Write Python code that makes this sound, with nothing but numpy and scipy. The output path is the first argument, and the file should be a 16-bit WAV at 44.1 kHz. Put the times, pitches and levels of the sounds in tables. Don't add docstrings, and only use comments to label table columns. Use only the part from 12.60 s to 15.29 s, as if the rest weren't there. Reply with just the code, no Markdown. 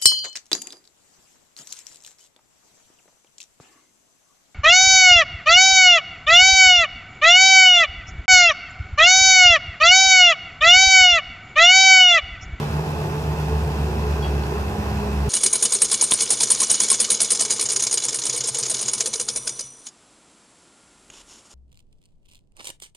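import sys
import numpy as np
from scipy import signal
from scipy.io import wavfile
from scipy.ndimage import uniform_filter1d

SR = 44100
rng = np.random.default_rng(int(sys.argv[2]) if len(sys.argv) > 2 else 0)


def undo_db(level):
    steps = np.asarray(level, float) / 20
    return 10 ** steps


def persist_wave(psi):
    counts = np.round(np.clip(psi, -1, 1) * 32767).astype(np.int16)
    wavfile.write(sys.argv[1], SR, np.atleast_2d(counts).T)


N = 118629


def read(hz, f, value):
    return np.interp(np.log(hz + 1), np.log(np.add(f, 1)), value)


def evened(x):
    return x / np.sqrt(np.mean(abs(x) ** 2) + 1e-20)


def waver(rate_hz):
    rows = rng.random((24, 2))
    hz = rate_hz * (0.053 + 0.95 * rows[:, :1])
    coarse = np.arange(0, N + 256, 256)
    wave = np.sin(2 * np.pi * (hz * coarse / SR + rows[:, 1:])).sum(0) / np.sqrt(12)
    return np.interp(np.arange(N), coarse, wave)


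# t/s, firing rate f/Hz, exhaust level/dB, fan level/dB, pump level/dB
SHAFT = [(0, 72.37, -30, -28.5, -29.5), (.2, 72.6, -33, -27.5, -44), (.4, 72.26, -54, -28.5, -44.5),
         (.6, 72.4, -30, -28.5, -48.5), (.75, 72.97, -27.5, -26.5, -42), (.98, 72.9, -21.5, -28.5, -43),
         (1.15, 71.8, -25.5, -29, -40.5), (1.35, 71.48, -23, -33, -37), (1.549, 70.55, -23.5, -31, -40),
         (1.72, 69.71, -22, -31, -38), (1.92, 69.57, -26.5, -32.5, -38), (2.15, 69.07, -29.5, -58, -34),
         (2.3, 69.2, -28.5, -35, -31.5), (2.5, 68.83, -23.5, -44, -29.5), (2.69, 68.8, -21.5, -22.5, -27.5)]


def control(column):
    table = np.array(SHAFT)
    return np.interp(np.arange(N) / SR, table[:, 0], table[:, column])


USUAL_DB = (-28, -31, -38.5)
START = (-.19, 3.0, .12)
PORT_LAG_S = 0.00024


def orders(table, level_db, usual_db, turns):
    out = np.zeros((2, N))
    for multiple, db, share, waver_db in table:
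        followed_db = usual_db + db + share * (level_db - usual_db)
        level = np.sqrt(2) * undo_db(followed_db + waver_db * waver(9.0))
        jitter = 0.012 * waver(8.0)
        lag = multiple * 72 * PORT_LAG_S / 4
        between_ports = np.outer([1, -1], 0.0038 * waver(8.0) + lag)
        out += level * np.cos(2 * np.pi * (multiple * turns + jitter + between_ports))
    return out


# multiple of firing rate, level/dB, share of control followed, waver/dB
EXHAUST = [(1, 0.0024, 1, 0.71), (5 / 3, -18, 0.14, 2.7), (7 / 3, -18, 0.14, 3.2), (3, -26.5, -0.15, 4)]


def exhaust(turns):
    return orders(EXHAUST, control(column=2), USUAL_DB[0], turns + START[0])


# multiple of firing rate, level/dB, share of control followed, waver/dB
FAN = [(1.0525, -4, .1, .6), (2.105, 0, 1, .4), (5.29, -14, .2, 3)]


def fan(turns):
    return orders(FAN, control(column=3), USUAL_DB[1], turns + START[1])


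# multiple of firing rate, level/dB, share of control followed, waver/dB
PUMP = [(3, -2.5, 1, 1.7), (6, -1, 0.17, 4.1), (9, -14.5, -0.98, 2.3), (12, -9.5, -0.74, 1.16)]


def pump(turns):
    return orders(PUMP, control(column=4), USUAL_DB[2], turns + START[2])


# multiple of firing rate, level/dB, share of control followed, waver/dB
EXHAUST_OCTAVE = [(2, -8, 1.2, .6)]


def exhaust_octave(turns):
    return orders(EXHAUST_OCTAVE, control(column=3), USUAL_DB[1], turns + START[0])


# f/Hz, likeness [0-1], right phase [rad], left minus right level/dB
PORTS = [(70, 0.95, 0, -.5), (302, 1, 0, -0.8), (580, 0.59, 0.1, -1.5), (930, 0.77, -0.45, -3),
         (1160, 0.73, -2.06, -2), (1820, 0.7, -1.5, -1.5), (2410, 0.38, -3, 1), (3500, 0.41, -2.5, -3),
         (5470, 0.44, -6, -4), (8200, .2, -5.5, 1.5), (11600, 0.15, -16, 3.5), (14100, 0.21, -14, 0)]


def noise(colour_db, turn=None):
    hz = np.fft.rfftfreq(1024, 1 / SR)
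    a, b, c, d, patches = rng.standard_normal((N // 256 + 5, 513, 5)).T
    patches = uniform_filter1d(patches, size=14, axis=0)
    patches = evened(uniform_filter1d(patches, size=10, axis=1))
    f, same, phase, lean_db = np.transpose(PORTS)
    same = np.clip(read(hz, f, same), 0, 1)[:, None]
    phase = read(hz, f, phase)[:, None] if turn is None else turn
    lean = undo_db(read(hz, f, lean_db) / 2)[:, None]
    left = a + 1j * b
    right = same * left * np.exp(1j * phase) + np.sqrt(1 - same ** 2) * (c + 1j * d)
    z = np.array([left * lean, right / lean])
    z = z * undo_db(colour_db(hz)[:, None] + 0.7 * patches)
    return evened(signal.istft(z, nperseg=1024, noverlap=768)[1][:, :N])


# f/Hz, level/dB per Hz
ROAR = [(15, -46), (25, -33), (57, -6.5), (152, -4.5), (257, -14), (429, -10.5), (578, -17), (874, -14.5),
        (1300, -45.5), (1690, -52), (2860, -120)]
# f/Hz, level/dB per Hz
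HISS = [(680, -20), (1150, 0.5), (2190, -7.5), (2580, -8.5), (3040, -10.5), (5300, -14), (9870, -22),
        (14300, -21.5), (15600, -26)]
# f/Hz, width/Hz, level/dB, right phase [rad]
PANELS = [(387, 130, -41, -0.5), (809, 340, -42, 0.3), (1014, 173, -41, -1.34), (2585, 330, -48, -1.2),
          (1510, 320, -48.5, -2), (5260, 660, -58.5, -4)]
ROAR_DB, HISS_DB, SWAY_DB = -30.5, -39, 0.35


def roar_colour(hz):
    return read(hz, *np.transpose(ROAR)) - 30 * np.log2(np.maximum(hz / 1300, 1))


def hiss_colour(hz):
    return read(hz, *np.transpose(HISS)) - 30 * np.log2(np.maximum(1150 / (hz + 1), 1))


def block(turns):
    uneven = undo_db(1.6 * rng.standard_normal((200, 1))[turns.astype(int) % 200, 0])
    knock = uneven * np.exp(-(turns % 1) / 0.5)
    knock = uniform_filter1d(knock / knock.mean(), size=40)
    roar = noise(roar_colour)
    hiss = noise(hiss_colour)
    out = undo_db(ROAR_DB + SWAY_DB * waver(5.08)) * roar * (0.88 + 0.16 * knock)
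    out += undo_db(HISS_DB + SWAY_DB * waver(12.0)) * hiss * (0.9 + 0.15 * knock)
    for hz0, width_hz, db, turn in PANELS:
        ring = noise(lambda hz: -20 * np.log10(1 + (2 * (hz - hz0) / width_hz) ** 2), turn=turn)
        out += undo_db(db + 2 * SWAY_DB * waver(10.0)) * ring * (0.96 + 0.073 * knock)
    return out


# f/Hz, level/dB
FAR = [(81.4, -37), (101.6, -42.5), (121.2, -48.5), (168.4, -52)]


def far_machine():
    t = np.arange(N) / SR
    out = np.zeros(N)
    for hz, db in FAR:
        level = np.sqrt(2) * undo_db(db + 3.2 * waver(3.75))
        out += level * np.sin(2 * np.pi * (hz * t + 0.17 * waver(2.94)))
    return out


RATTLE_HZ = (900, 4000)


def clanks(hits, modes, lag_s):
    t = np.arange(9000) / SR
    out = np.zeros((2, N + 9000))
    band = signal.butter(4, RATTLE_HZ, "bandpass", fs=SR)
    onset = np.minimum(t / 0.0021, 1)
    for s, db, lean_db, rattle_db, rattle_t60 in hits:
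        ring = np.zeros(len(t))
        for hz, mode_db, t60 in modes:
            ring += undo_db(mode_db - 60 * t / t60) * np.sin(2 * np.pi * (hz * t + rng.random()))
        grains = undo_db(2.1 * rng.standard_normal(len(t) // 90).repeat(90))
        shared, *own = rng.standard_normal((3, len(t))) * grains
        for side in range(2):
            rattle = evened(signal.lfilter(*band, shared + 0.92 * own[side]))
            rattle = rattle * undo_db(rattle_db - 60 * t / rattle_t60)
            at = round((s + side * lag_s) * SR)
            level = undo_db(db + lean_db * (0.5 - side))
            out[side, at:at + len(t)] += level * (ring + rattle) * onset
    return out[:, :N]


# f/Hz, level/dB, t60/s
PLATE = [(754, 0, .14), (1351, -2, .07), (2690, -9, .13), (2900, -12, .05), (1800, -7, .05)]
# t/s, level/dB, left minus right level/dB, rattle level/dB, rattle t60/s
PLATE_HITS = [
    (0., -47, 0., 8, .6),
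    (1.523, -42, 0., -4, .12),
    (1.644, -31, -1.5, -10, .12),
    (1.657, -33, 3, -11, .22),
    (1.742, -47, 0., -3, .15),
]


def plate_clanks():
    return clanks(PLATE_HITS, PLATE, lag_s=0.00034)


# f/Hz, level/dB, t60/s
PIN = [(3305, 0, .17), (4570, -11, .2), (2400, -16, .1)]
# t/s, level/dB, left minus right level/dB, rattle level/dB, rattle t60/s
PIN_HITS = [
    (1.625, -33, -3, -18, .15),
    (1.645, -40, -4, -9, .14),
]


def pin_clanks():
    return clanks(PIN_HITS, PIN, lag_s=0.00002)


# f/Hz, level/dB, t60/s
LINK = [(964, 0, .07), (1475, -11, .04), (2900, -12, .04), (3300, -10, .035), (4414, -3, .028),
        (4480, -21, .2)]
# t/s, level/dB, left minus right level/dB, rattle level/dB, rattle t60/s
LINK_HITS = [
    (1.8335, -29, -3, -10, .04),
]


def link_clanks():
    return clanks(LINK_HITS, LINK, lag_s=0.00005)


def scene():
    turns = np.cumsum(control(column=1)) / SR
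    tones = exhaust(turns) + fan(turns) + pump(turns) + exhaust_octave(turns) + far_machine()
    tones = tones * undo_db(np.array([[-0.25], [0.25]]))
    return tones + block(turns) + plate_clanks() + pin_clanks() + link_clanks()


def top_cut(x):
    return signal.sosfilt(signal.butter(12, 15810, fs=SR, output="sos"), x)


def record(dry):
    bass_cut = signal.butter(2, 55.4, "highpass", fs=SR, output="sos")
    treble_cut = signal.firwin(1023, 15500, window=("kaiser", 9), fs=SR)
    heard = signal.sosfilt(bass_cut, dry)
    heard = signal.oaconvolve(heard, treble_cut[None], "same")
    return top_cut(heard)


dry = scene()
out = record(dry)
persist_wave(out)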